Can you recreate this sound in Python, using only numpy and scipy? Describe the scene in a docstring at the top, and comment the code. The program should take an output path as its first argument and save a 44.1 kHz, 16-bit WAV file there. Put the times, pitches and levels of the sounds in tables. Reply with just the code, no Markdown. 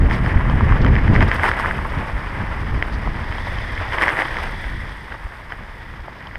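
"""Wind rumbles and tyres crunch and hiss as a bicycle rolls down a gravel road.
Flung stones click on the frame, the chain chinks and the tread whirrs on smoother ground.
The wind eases as the bicycle slows. All is heard by a camera in a plastic housing on the rider's
chest: swirls of air thump the housing, and its ringing colours the gravel, stones and chain."""
import sys
import numpy as np
from scipy import signal
from scipy.fft import rfft, irfft
from scipy.io import wavfile
from scipy.ndimage import uniform_filter1d

SR = 44100
rng = np.random.default_rng(int(sys.argv[2]) if len(sys.argv) > 2 else 0)


def persist_wave(psi):
    """Save psi, clipped to +-1, as 16-bit WAV."""
    counts = np.round(np.clip(psi, -1, 1) * 32767).astype(np.int16)
    wavfile.write(sys.argv[1], SR, np.atleast_2d(counts).T)


N = 281358

# How the housing colours crunch and stones, ringing near 1 and 2 kHz: (frequency [Hz], gain [dB])
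HOUSING_MIDDLE = [(180, -39), (300, -6.5), (420, -7), (718, -7), (965, -1.5), (1340, -5.5), (1660, -3),
                  (1990, -3), (2680, -15.5), (3050, -16.5), (4150, -36), (6000, -41), (15400, -61)]
# How the housing colours the high sounds of grit and chain: (frequency [Hz], gain [dB])
HOUSING_HIGHS = [(2400, -14), (3400, 4), (4150, -5), (5050, 0), (5800, -10), (7150, -20), (7900, -17),
                 (8500, -10), (9800, -17), (10600, -15), (11900, -21), (12400, -27), (13100, -23),
                 (13900, -26), (14700, -23), (15400, -27)]


def wind():
    """Swirls of air push on the housing, making a deep, lumpy rumble and a quicker flutter."""
    # Strength of the passing air: (time [s], rumble level [dB], flutter level [dB])
    strength = [(0, -24.5, -21.5), (0.1, -19, -22), (0.25, -18, -19), (0.5, -20, -22), (0.9, -14, -15),
                (1.02, -19.5, -24), (1.25, -19, -15), (1.5, -26.5, -28.5), (2.3, -30.5, -32.5),
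                (2.7, -22, -27), (3.3, -33, -33), (3.5, -29, -35.5), (4.0, -33, -36), (4.2, -41, -36.5),
                (4.4, -32, -37.5), (4.75, -33.5, -36.5), (4.95, -37.5, -41.5), (5.7, -37.5, -44),
                (6.2, -44, -40.5), (6.38, -33.5, -43)]
    # Tone of each of the two noises: (frequency [Hz], gain [dB])
    rumble_tone = [(9, -24), (15, -1.5), (40, 4), (62, 1), (85, -1.5), (120, -17.5), (250, -75),
                   (2000, -140)]
    flutter_tone = [(50, -5), (85, 0.5), (125, 1.5), (165, -5), (205, -5), (300, -11.5), (450, -18.5),
                    (700, -26), (1500, -78), (5000, -140)]
    # Single swirls that thump the housing: (time [s], rumble change [dB], flutter change [dB])
    thumps = [(0.03, 11, 4), (0.06, 5, 3.5), (0.362, 15, 8), (0.72, 4.5, 0), (0.96, -2, -2), (1.11, 0, 8.5),
              (1.19, 7.5, 2.5), (1.31, 9.5, -5.5), (1.4, 7, -6.5), (1.52, 7, -1), (1.78, 3, 5.5),
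              (1.99, 11.5, 10), (2.15, 9, -2), (2.28, 4, 0), (2.43, 0, 7), (2.52, 4.5, -2.5), (2.75, 5, 3),
              (2.83, -0.5, -5), (3.08, 6, 4), (3.3, 12, 3), (3.39, 10.5, -1), (3.8, 6.5, -4), (4.0, 8, -1),
              (4.34, 8, -2), (4.67, 3.5, -2), (5.13, 6.5, 8.5), (5.26, 14.5, 5), (5.61, 7.5, 8.5),
              (5.9, 5, 1), (6.02, 9, -6)]
    rumble_db, flutter_db = curves(strength)
    times, thump_db, flap_db = np.transpose(thumps)
    half_thump_s = 0.028
    buffeting_db = 2.5 * wobble(top_hz=2.7)
    rumble_db += buffeting_db + swells(times, half_thump_s, thump_db)
    flutter_db += 0.72 * buffeting_db + swells(times, half_thump_s, flap_db)
    rumble = steady_noise(rumble_tone, steadiness=0.5)
    flutter = steady_noise(flutter_tone, steadiness=0.11)
    flutter = unit_level(flutter * amp(0.75 * wobble(top_hz=30)))
    return amp(rumble_db) * rumble + amp(flutter_db) * flutter


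def tyres():
    """Crunch, hiss and a higher fizz swell together as the tread meets clumps of gravel."""
    # Tyres on the road: (time [s], crunch level [dB], hiss and fizz [each in dB relative to crunch])
    levels = [(0, -30.5, -24.5, -34), (0.4, -28, -26, -35.5), (1.1, -26.5, -24, -39.5),
              (1.4, -25.5, -23, -31), (1.65, -26, -23, -30.5), (1.9, -29.5, -22, -30),
              (2.25, -30, -21.5, -32), (2.6, -32, -20, -31), (3.2, -32, -18.5, -32),
              (3.45, -32, -14, -27.5), (3.9, -32, -17, -29.5), (4.1, -23.5, -23.5, -27.5),
              (4.3, -29, -17, -28), (4.65, -34.5, -14, -25.5), (5.2, -39.5, -16.5, -25.5),
              (6.38, -39.5, -17.5, -33.5)]
    # Patches of loose gravel: (time [s], half length [s], change in crunch, hiss and fizz [each in dB])
    scuffs = [(0.14, 0.041, 5, 12.5, 9), (0.283, 0.043, 3, 7.5, 6), (0.82, 0.0073, -5, 11, -4),
              (1.148, 0.019, 3.5, 7.5, 6), (1.225, 0.017, 9.5, 5, 5), (1.286, 0.0096, 5, 9, 1),
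              (1.353, 0.018, 2, 5, 5), (1.447, 0.023, 6.5, 7, 11), (1.489, 0.017, 6, 10, 7),
              (1.604, 0.011, 4.5, 11.5, 9), (1.656, 0.035, 3, 2, 2), (2.942, 0.018, 2, 9, 0),
              (3.812, 0.018, 6, 4, 0), (3.943, .025, 8, 5, 6), (4.028, 0.021, 7.5, 9, 9),
              (4.092, 0.013, 0, 7, 0), (4.204, 0.019, 8, 5, 5), (4.38, .04, 3, 2, 1),
              (4.436, 0.013, 1, 1, 5), (5.127, 0.028, 6.5, 2, 0), (5.525, 0.011, 7.5, 2, 2)]
    crunch_db, hiss_db, fizz_db = curves(levels)
    times, half_s, *changes_db = np.transpose(scuffs)
    crunch_swell, hiss_swell, fizz_swell = [amp(swells(times, half_s, db)) for db in changes_db]
    clumps = wobble(top_hz=27.6)
    hiss = hiss_swell * amp(hiss_db) * grit(clumps, "low")
    fizz = fizz_swell * amp(fizz_db) * grit(clumps, "high")
    return amp(crunch_db) * (crunch_swell * crunch(clumps) + hiss + fizz)


def crunch(clumps):
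    """Gravel cracks under the tread, dull or sharp by the size of the stone, over a rolling noise."""
    t = np.arange(256) / SR
    cracks = np.zeros(N)
    for hz in np.geomspace(600, 3200, 6):
        crack = np.exp(-t * hz / 1.2) * np.sin(2 * np.pi * hz * t)
        cracks += unit_level(signal.oaconvolve(clicks(per_s=140, spread_db=3.5), crack)[:N])
    roll = rng.standard_normal(N) * amp(2.0 * clumps)
    return unit_level(housing(0.097 * cracks * amp(0.5 * clumps) + roll, HOUSING_MIDDLE))


def grit(clumps, side):
    """Fine grit makes tiny ticks in flickering noise: the "low" side is hiss, the "high" side fizz."""
    ticks = 0.48 * clicks(per_s=1500, spread_db=6.0) + 0.74 * rng.standard_normal(N)
    flicker_db = 0.42 * clumps + 1.24 * wobble(top_hz=60)
    divider = signal.butter(6, 7100, side, fs=SR, output="sos")  # keeps one side of 7100 Hz
    band = signal.sosfilt(divider, housing(ticks, HOUSING_HIGHS))
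    return unit_level(band * amp(flicker_db))


def stones():
    """Each flung stone rings briefly through the housing, with a hard tick and the frame's dull knock."""
    # Stones hitting the frame: (time [s], peak level [dB], pitch [Hz], tick [dB relative to the ring])
    strikes = [(0.111, -8, 1930, -20), (0.118, -17, 940, -18), (0.128, -17, 1860, -24),
               (0.139, -17, 1720, -23), (0.262, -11, 1630, -16.5), (0.317, -14, 1840, -26),
               (0.395, -19, 1230, -23), (0.41, -15, 1100, -20), (0.498, -13.5, 790, -9),
               (0.608, -8, 1030, -24), (0.723, -8.5, 1080, -22), (0.847, -8, 1330, -14),
               (0.864, -9, 2020, -15), (0.954, -10.5, 2000, -15), (0.964, -8, 2100, -24),
               (1.079, -11, 1960, -22), (1.153, -8.5, 2150, -30), (1.162, -5.5, 1930, -26),
               (1.207, -7.5, 1880, -16), (1.226, -6.5, 1740, -19), (1.315, -3, 1880, -18),
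               (1.337, -15, 1670, -20), (1.396, -10, 1790, -21), (1.434, -2, 1850, -38),
               (1.441, -5, 865, -28), (1.454, -14, 1480, -28), (1.462, -13, 1510, -30),
               (1.49, -9, 1550, -15), (1.496, -11, 1630, -30), (1.515, -4.5, 1550, -26),
               (1.537, -12, 1740, -22), (1.59, -11, 1420, -18), (1.598, -8, 1160, -26),
               (1.647, -8.5, 1260, -25), (1.653, -12, 1220, -30), (1.659, -7.5, 1720, -31),
               (1.711, -7, 1620, -37), (1.79, -12.5, 1080, -31), (1.853, -12.5, 1020, -26),
               (2.825, -3.5, 2020, -19.5), (3.074, -14, 800, -24), (3.324, -16.5, 1910, -11),
               (3.383, -17, 990, -10), (3.471, -17.5, 760, -12), (3.586, -18, 1010, -2),
               (3.777, -13, 1900, -22), (3.923, -14, 2020, -13), (3.933, -15, 1780, -5),
               (3.982, -10.5, 905, -11), (3.985, -7, 2020, -20), (4.013, -7, 1710, -16),
               (4.021, -5, 1720, -13), (4.03, -3, 2080, -32), (4.036, -2, 2140, -26), (4.04, -8, 2000, -22),
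               (4.063, -12, 1700, -22), (4.073, -9.5, 920, -16), (4.081, -1.5, 1830, -30),
               (4.09, -6, 1750, -15), (4.103, -10, 1910, -26), (4.17, -11.5, 1960, -26),
               (4.19, -6.5, 1800, -23), (4.207, -16, 1700, -24), (4.22, -6.5, 1950, -18),
               (4.254, -13, 1130, -11), (4.283, -16, 1590, -14), (4.343, -16, 2060, -20),
               (4.369, -9, 1920, -20), (4.386, -15.5, 1120, -18), (4.642, -17, 1930, -25),
               (5.122, -19, 1490, -22), (5.505, -24, 970, -14), (5.522, -14, 1670, -19),
               (6.082, -20, 680, -19), (6.271, -22.5, 990, -1), (6.312, -25, 1910, -29),
               (6.356, -13.5, 1950, -20)]
    out, t = np.zeros(N + 1024), np.arange(1024) / SR
    ring_cycles = 0.99  # the ring fades to about a third in this many cycles
    rise = 1 - np.exp(-(t / 0.00026) ** 2)  # the contact builds up over half a millisecond
    tick_tones = np.sin(2 * np.pi * 3100 * t) + 0.24 * np.sin(2 * np.pi * 5050 * t)
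    tick = unit_peak(rise * np.exp(-t / 0.0019) * tick_tones)
    knock = rise * np.exp(-t / 0.00076) * np.sin(2 * np.pi * 680 * t)
    for time_s, peak_db, hz, tick_db in strikes:
        ring = rise * np.exp(-t * hz / ring_cycles) * np.sin(2 * np.pi * hz * t)
        ring = unit_peak(housing(ring, HOUSING_MIDDLE))
        hit = ring + amp(tick_db) * tick + 0.7 * knock
        start = round(time_s * SR)
        out[start:start + len(t)] -= amp(peak_db) * unit_peak(hit)
    return out[:N]


def whirr():
    """The tread whirrs on smoother ground: two narrow bands of noise that waver a little in level."""
    # How the whirr comes and goes: (time [s], level [dB])
    levels = [(0, -63), (2.5, -68), (3.4, -35.5), (4.7, -36), (5.3, -50), (5.9, -45), (6.38, -65)]
    hz = np.fft.rfftfreq(N, 1 / SR)
    main_band = 1 / (1 + ((hz - 1900) / 220) ** 2)
    upper_band = amp(-15) / (1 + ((hz - 3350) / 260) ** 2)
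    bands = shaped_noise(main_band + upper_band)
    return amp(curves(levels)[0] + 0.56 * wobble(top_hz=6)) * bands


def chain():
    """The chain slaps: each thin chink is a tiny burst of noise that rings in the housing."""
    # Slaps of the chain: (time [s], peak level [dB])
    slaps = [(0.822, -50), (1.2255, -36), (1.2466, -38), (1.281, -33.5), (1.3433, -33), (1.489, -29),
             (1.5948, -34), (4.433, -36), (4.6994, -42)]
    out, t = np.zeros(N + 1024), np.arange(1024) / SR
    rise_and_fade = (1 - np.exp(-t / 0.00043)) * np.exp(-t / 0.0012)
    for time_s, peak_db in slaps:
        burst = rng.standard_normal(len(t)) * rise_and_fade
        bright = np.diff(burst, 2, prepend=[0, 0])  # weakens the lows and lifts the highs
        start = round(time_s * SR)
        out[start:start + len(t)] += amp(peak_db) * unit_peak(housing(bright, HOUSING_HIGHS))
    return out[:N]


def housing(x, tone):
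    """The plastic housing colours a sound, ringing after each hit and never before (minimum phase)."""
    hz = abs(np.fft.fftfreq(4096, 1 / SR))
    log_gain = np.log(gain_at(tone, hz))
    response = np.exp(np.conj(signal.hilbert(log_gain)))
    ring = np.fft.ifft(response).real[:2048]
    return signal.oaconvolve(x, ring)[:len(x)]


def amp(db):
    """Turns decibels into a number to multiply by."""
    return 10 ** (np.asarray(db) / 20)


def unit_level(x):
    """Scales a signal so that its average level (rms) is 1."""
    return x / np.sqrt(np.mean(x ** 2) + 1e-20)


def unit_peak(x):
    """Scales a signal so that its biggest peak is 1."""
    return x / abs(x).max()


def gain_at(tone, hz):
    """Looks up the gain at each frequency, joining the table's points along a pitch scale."""
    points_hz, db = np.transpose(tone)
    return amp(np.interp(np.log(hz + 1), np.log(points_hz + 1), db))


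def curves(rows):
    """Joins timed points with straight lines, giving each column one value per sample."""
    times, *columns = np.transpose(rows)
    return [np.interp(np.arange(N) / SR, times, column) for column in columns]


def swells(times, half_s, db):
    """Smooth, bell-shaped rises or dips in level, added up, in dB for each sample."""
    t = np.arange(0, N / SR + 0.002, 0.001)
    bells = db * np.exp(-((t[:, None] - times) / half_s) ** 2)
    return np.interp(np.arange(N) / SR, t, bells.sum(axis=1))


def shaped_noise(gains):
    """Noise with each frequency turned up or down by its gain, at an average level of 1."""
    return unit_level(irfft(rfft(rng.standard_normal(N)) * gains, N))


def steady_noise(tone, steadiness):
    """Noise of a given tone with its chance swings in level partly evened out (0 leaves them alone)."""
    noise = shaped_noise(gain_at(tone, np.fft.rfftfreq(N, 1 / SR)))
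    swing = np.sqrt(abs(uniform_filter1d(noise ** 2, 2200)) + 0.01)  # level over about 50 ms
    return unit_level(noise / swing ** steadiness)


def wobble(top_hz):
    """A random drift up and down, mostly slower than top_hz."""
    return shaped_noise(1 / (1 + (np.fft.rfftfreq(N, 1 / SR) / top_hz) ** 2))


def clicks(per_s, spread_db):
    """Clicks at random moments: most are small, a few are large."""
    size = amp(spread_db * np.minimum(rng.exponential(1, N), 4))
    sign = rng.choice([-1., 1.], N)
    return unit_level(size * sign * (rng.random(N) < per_s / SR))


def scene():
    """All the sounds in one channel, with the faint, steady hiss of the microphone."""
    microphone_hiss = amp(-67) * rng.standard_normal(N)
    return (wind() + tyres() + whirr() + stones() + chain() + microphone_hiss)[None]


def record(dry):
    """Gently squashes the loudest peaks, then cuts off the very highest treble."""
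    ceiling, top_hz = amp(-1.3), 15270
    softened = dry / (1 + (abs(dry) / ceiling) ** 6) ** (1 / 6)
    treble_cut = signal.firwin(1535, top_hz, window=("kaiser", 9), fs=SR)
    return signal.oaconvolve(softened, treble_cut[None], "same")


dry = scene()
out = record(dry)
persist_wave(out)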